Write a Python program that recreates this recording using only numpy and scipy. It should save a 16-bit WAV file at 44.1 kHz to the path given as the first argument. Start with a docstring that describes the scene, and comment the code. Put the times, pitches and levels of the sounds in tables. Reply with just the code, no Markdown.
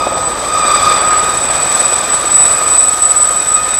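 """A ducted tail fan sings and rasps as it bites turbulent air: a light turbine helicopter, low over grass.
It drifts slowly past: exhaust roar swishes, three main blades thump, and a few hollow slaps ring out.
The compressor whines near 8 kHz, fluttering as the downwash scatters it and glinting off the blades.
Tones are sines of turning parts with random fading; roar and hiss are shaped noise; slaps are short pulses.
The microphone stands across the field; its signal is limited and loses the extreme treble."""
import sys
import numpy as np
from scipy import signal
from scipy.fft import rfft, irfft
from scipy.io import wavfile
from scipy.ndimage import uniform_filter1d, minimum_filter1d

SR = 44100
rng = np.random.default_rng(int(sys.argv[2]) if len(sys.argv) > 2 else 0)


def master(y):
    """Save y as 16-bit WAV."""
    cut = np.clip(np.atleast_2d(y).T, -1, 1)
    pcm = np.round(cut * 32767)  # scale
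    wavfile.write(sys.argv[1], SR, pcm.astype(np.int16))


N = 167139
TIME = np.arange(N) / SR
BLADE_HZ, FIRST_BLADE_S = 18.82, .0135  # main blades passing, and the first passage


def from_db(db):
    """Decibels to amplitude gain."""
    return 10 ** (np.asarray(db) / 20)


def rms_one(x):
    """Scale to unit power."""
    return x / np.sqrt(np.mean(np.abs(x) ** 2) + 1e-20)


def in_time(rows):
    """Each column of a curve, interpolated at every sample."""
    s, *columns = np.transpose(rows)
    return [np.interp(TIME, s, c) for c in columns]


def turning(hz):
    """Phase angle of something that turns at a changing rate."""
    return 2 * np.pi * np.cumsum(hz) / SR


def coloured(gain_at):
    """Unit-power noise whose spectrum follows a gain function of frequency."""
    spectrum = rfft(rng.standard_normal(4 * SR))
    hz = np.arange(2 * SR + 1) / 4  # four seconds of noise: bins 1/4 Hz apart
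    return rms_one(irfft(spectrum * gain_at(hz))[:N])


def noise(spectrum):
    """Unit-power noise with a tabled spectrum, interpolated over log frequency."""
    hz, db = np.transpose(spectrum)
    return coloured(lambda f: from_db(np.interp(np.log(f + 1), np.log(hz), db)))


def drift(rate_hz):
    """Random wander of unit power, mostly slower than the given rate."""
    return coloured(lambda f: 1 / (1 + (f / rate_hz) ** 2))


def scatter(rate_hz):
    """Random strength and phase of a tone that has crossed turbulent air."""
    return rms_one(drift(rate_hz) + 1j * drift(rate_hz))


def tone(angle, strength):
    """A sine of unit power, times a strength that may shift its phase too."""
    return np.sqrt(2) * np.real(strength * np.exp(1j * angle))


def fading(share, rate_hz):
    """A direct path mixed with a power share of scattered sound."""
    share = np.clip(share, 0, 1)
    return np.sqrt(1 - share) + np.sqrt(share) * scatter(rate_hz)


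def since_blade(lag_s):
    """Signed time in seconds from the nearest blade passage, delayed by a lag."""
    turns = (TIME - FIRST_BLADE_S - lag_s) * BLADE_HZ
    return ((turns + .5) % 1 - .5) / BLADE_HZ


def chop(lag_s, width_s, depth):
    """A swell at each blade passage, randomly uneven; unit power."""
    uneven = from_db(3.2 * drift(12))
    swell = np.exp(-.5 * (since_blade(lag_s) / width_s) ** 2)
    return rms_one(1 + depth * uneven * swell)


def tail_fan():
    """Clean blade-rate harmonics, each with a rough warbling hump just below it."""
    # blade rate: t/s, f/Hz
    fan_speed = [(0, 1252), (.5, 1249), (.8, 1245), (1.3, 1246), (2.1, 1243), (2.7, 1247), (3.3, 1246),
                 (3.79, 1249)]
    # base levels: t/s, tone level/dB, rasp level/dB
    fan_levels = [(0.0, -17.5, -18), (0.07, -25, -26.5), (0.24, -21.5, -26), (0.39, -37, -26),
                  (0.53, -18, -19.5), (0.75, -14.5, -14), (0.78, -24, -14.5), (0.92, -11, -13.5),
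                  (0.95, -21, -14), (1.1, -15.5, -22), (1.33, -22, -25), (1.45, -40, -26),
                  (1.48, -27.5, -23.5), (2.45, -29.5, -25.5), (2.68, -20, -24.5), (2.8, -32, -25.5),
                  (2.84, -24, -37), (3.35, -25, -31), (3.45, -30, -39), (3.55, -18.5, -37),
                  (3.77, -28, -39), (3.79, -26, -28)]
    # base level of the clean overtones, which beam differently: t/s, level/dB
    overtone_levels = [(0.0, -37), (0.05, -34), (0.23, -46), (0.85, -30.5), (1.15, -42), (1.27, -34.5),
                       (2.07, -37.5), (2.09, -42.5), (2.67, -32.5), (3.24, -49), (3.44, -30.5), (3.5, -42),
                       (3.58, -32.5), (3.68, -39), (3.74, -31), (3.79, -41)]
    # offsets of each harmonic: multiple of the blade rate, tone level/dB, rasp level/dB
    fan_harmonics = [(1, 2, -0.5), (2, 2, -13), (3, -0.5, -13.5), (4, -8, -13), (5, -22, -20.5)]
    rasp_hz, rasp_width_hz, rasp_warble_hz = 1195, 50, 21.93  # the width grows with the harmonic
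    angle = turning(in_time(fan_speed)[0]) + 0.37 * drift(8)
    tone_db, rasp_db = in_time(fan_levels)
    overtone_db, = in_time(overtone_levels)
    rasp_angle = turning(rasp_hz + rasp_warble_hz * drift(45.03))
    out = 0
    for k, clean_db, rough_db in fan_harmonics:
        k = round(k)
        level = tone_db if k == 1 else overtone_db
        clean = tone(k * angle, fading(share=0.12 * k, rate_hz=28))
        rasp = tone(k * rasp_angle, scatter(rasp_width_hz * np.sqrt(k)))
        out = out + from_db(level + clean_db) * clean
        out = out + from_db(rasp_db + rough_db) * rasp
    return out


def roar():
    """Exhaust, rotor wash and the whine's noisy skirt: three noise bands that swish with the blades."""
    # rise and fall of each band, centred on its mean below: t/s, level/dB
    low_curve = [(0, -20.5), (.4, -22), (.9, -20), (1.35, -22), (2.1, -23.5), (2.7, -24), (3.0, -27),
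                 (3.79, -28)]
    middle_curve = [(0.0, -31.5), (0.5, -31), (0.64, -26.5), (1.16, -23.5), (1.27, -27), (2.75, -27.5),
                    (2.8, -30.5), (3.77, -29), (3.79, -27)]
    hiss_curve = [(0.0, -36), (0.01, -42), (0.37, -41.5), (0.91, -33), (1.0, -41), (1.95, -34),
                  (2.0, -37.5), (3.79, -39.5)]
    # spectral shape of each noise band; the hiss's bump near 8 kHz is the compressor whine's
    # noisy skirt: f/Hz, density level/dB
    low_spectrum = [(35, -24), (70, -8), (110, -9.5), (160, -8), (260, -7.5), (375, -2.5), (430, -5.5),
                    (520, 2.5), (620, 1.5), (780, 1), (1000, -1.2), (1250, -7), (1700, -22), (3000, -45)]
    middle_spectrum = [(700, -17), (1100, -5), (1350, -0.5), (1650, -2), (2100, -7.5), (2850, -11.5),
                       (3500, -13), (5000, -16), (8000, -39)]
    hiss_spectrum = [(1800, 1.5), (3000, -8.5), (3600, 6.5), (4400, -0.5), (5300, 1.5), (6100, 2.5),
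                     (6800, -3.5), (7700, 6), (8400, 6.5), (9200, -4), (10000, -5), (11000, -16),
                     (12500, -12.5), (15500, -27)]
    low_db, middle_db, hiss_db = -23, -25.5, -27  # mean levels
    low_swing, middle_swing, hiss_swing = (
        curve - curve.mean() for curve in (in_time(rows)[0] for rows in (low_curve, middle_curve, hiss_curve)))
    low = noise(low_spectrum) * chop(lag_s=0.00057, width_s=0.0023, depth=0.69)
    middle = noise(middle_spectrum) * chop(lag_s=0, width_s=0.014, depth=0.34)
    hiss = noise(hiss_spectrum) * chop(lag_s=0.0094, width_s=0.002, depth=0.44)
    hiss_flicker_db = 2.0 * drift(34)
    return (from_db(low_db + low_swing) * low
            + from_db(middle_db + middle_swing) * middle
            + from_db(hiss_db + hiss_swing + hiss_flicker_db) * hiss)


def main_rotor():
    """Each blade sends a push and then a pull of pressure, built from blade-rate harmonics."""
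    # thump before its offset and wander: t/s, level/dB
    thump_curve = [(0.0, -35), (1.83, -37), (2.07, -46), (2.12, -39), (3.64, -38.5), (3.79, -39)]
    # relative strength of the harmonics: multiple of the blade rate, level/dB
    thump_orders = [(2, -0.5), (3, 5), (4, -7.5), (5, -1), (6, 2.5), (7, -13), (8, -6), (9, -20), (10, -13)]
    thump_offset_db, thump_lag_s = -1.5, -0.0013
    angle = 2 * np.pi * BLADE_HZ * since_blade(thump_lag_s)
    pulses = sum(-from_db(db) * np.sin(round(k) * angle) for k, db in thump_orders)
    wander_db = 1.1 * drift(6)
    return from_db(in_time(thump_curve)[0] + thump_offset_db + wander_db) * rms_one(pulses)


def slaps():
    """Short hollow cracks as the rotor meets its own wake, doubled by the ground."""
    # each slap, its envelope peak ahead of the low cut: t/s, level/dB
    slap_times = [(.0698, -4), (.1222, -9), (.174, -16), (2.141, -18)]
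    slap_hz, slap_width_hz, ground_delay_s = 620, 430, 0.00323
    out = 0
    for s, db in slap_times:
        for lag, gain in ((0, 1), (ground_delay_s, .7)):
            age = np.maximum(TIME - s - lag, 0)
            decay = np.pi * slap_width_hz * age
            envelope = decay * np.exp(1 - decay)  # peaks at 1
            out = out - gain * from_db(db) * np.sin(2 * np.pi * slap_hz * age) * envelope
    return out


def turbine():
    """Compressor blade tone with a rotor-chopped hissing skirt, weaker shaft tones and gears."""
    # shaft speed: t/s, f/Hz
    shaft_speed = [(0, 726.2), (.45, 725.8), (.75, 724.6), (1.12, 721.9), (1.6, 723.6), (2.35, 722.6),
                   (2.9, 723.9), (3.4, 722.6), (3.79, 724.2)]
    # compressor whine before its offset: t/s, level/dB
    whine_curve = [(0.0, -29.5), (0.28, -17.5), (0.34, -27), (0.75, -15), (0.82, -20), (1.2, -14.5),
                   (1.23, -19), (1.92, -13.5), (2.09, -22), (2.13, -11), (2.24, -22.5), (2.35, -7),
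                   (2.37, -6), (2.63, -17), (2.81, -6), (2.86, -17), (2.88, -6.5), (2.98, -24.5),
                   (3.02, -9), (3.19, -13.5), (3.22, -3), (3.25, -14), (3.47, -16), (3.55, -9.5),
                   (3.6, -19), (3.72, -16), (3.75, -14), (3.79, -14)]
    # shaft tones about the whine's trend: multiple of the shaft speed, level/dB
    shaft_tones = [(1, -39.5), (3, -45.5), (4, -50.5), (6, -48), (7, -51), (8, -44), (9, -49), (10, -45),
                   (12, -52), (13, -50), (14, -54), (16, -46.5), (19, -68)]
    # gearbox tones: f/Hz, level/dB
    gear_tones = [(999.6, -41), (1821, -40), (3173, -45)]
    compressor_blades = 11
    whine_offset_db, skirt_db = 1.42, -11  # the skirt is set against the whine's trend
    skirt_width_hz, skirt_shift_hz = 200, 120.8
    angle = turning(in_time(shaft_speed)[0])
    level, = in_time(whine_curve)
    trend = uniform_filter1d(level, size=20000)
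    blade_angle = compressor_blades * angle

    # even out the slow swings of the flutter: the level curve holds those
    flutter = fading(share=0.69, rate_hz=44)
    flutter = flutter / np.sqrt(uniform_filter1d(np.abs(flutter) ** 2, size=3500))
    whine = from_db(level + whine_offset_db) * tone(blade_angle, flutter)

    skirt_angle = blade_angle + 2 * np.pi * skirt_shift_hz * TIME
    skirt = tone(skirt_angle, scatter(skirt_width_hz))
    skirt = from_db(skirt_db) * chop(lag_s=0.014, width_s=0.016, depth=0.43) * skirt
    shaft = sum(from_db(db) * tone(round(k) * angle, fading(share=0.054 * k, rate_hz=3 * k))
                for k, db in shaft_tones)
    gears = sum(from_db(db) * tone(2 * np.pi * hz * TIME, fading(share=0.78, rate_hz=7))
                for hz, db in gear_tones)
    around_whine = from_db(trend) * (skirt + blade_glints(blade_angle))
    return whine + around_whine + shaft * from_db(trend - trend.mean()) + gears


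def blade_glints(blade_angle):
    """The whine glances off each passing blade as a falling Doppler chirp: approach, then recede."""
    glint_db, glint_lag_s, glint_width_s = -12.5, 0.014, 0.0049
    fall_hz, fall_s = 995, .0085
    aim_s, aim_width_s, aim_peak_db = 1.45, 0.19, 9.5  # when the rotor is best angled for it
    age = since_blade(glint_lag_s)
    shift_hz = fall_hz * (np.exp(np.minimum(-age / fall_s, 1.4)) - 1)
    aim_db = aim_peak_db * np.exp(-.5 * ((TIME - aim_s) / aim_width_s) ** 2)
    swell = np.exp(-.5 * (age / glint_width_s) ** 2) * from_db(glint_db + aim_db)
    return swell * tone(blade_angle + turning(shift_hz), fading(share=1.0, rate_hz=180))


def scene():
    """The whole helicopter, heard from across the field."""
    low_cut = signal.butter(2, 45, "high", fs=SR, output="sos")  # 45 Hz
    wash = signal.sosfilt(low_cut, roar() + slaps())
    return (tail_fan() + wash + main_rotor() + turbine())[None]


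def record(dry):
    """A fast limiter holds the loudest peaks, what is left overloads; the top is cut."""
    limit, cutoff_hz = .97, 15700
    allowed = np.minimum(1, limit / (np.abs(dry) + 1e-9))
    gain = uniform_filter1d(minimum_filter1d(allowed, size=21), size=45)
    top_cut = signal.ellip(10, .1, 70, cutoff_hz, fs=SR, output="sos")
    return signal.sosfilt(top_cut, np.clip(dry * gain, -1, 1))


dry = scene()
out = record(dry)
master(out)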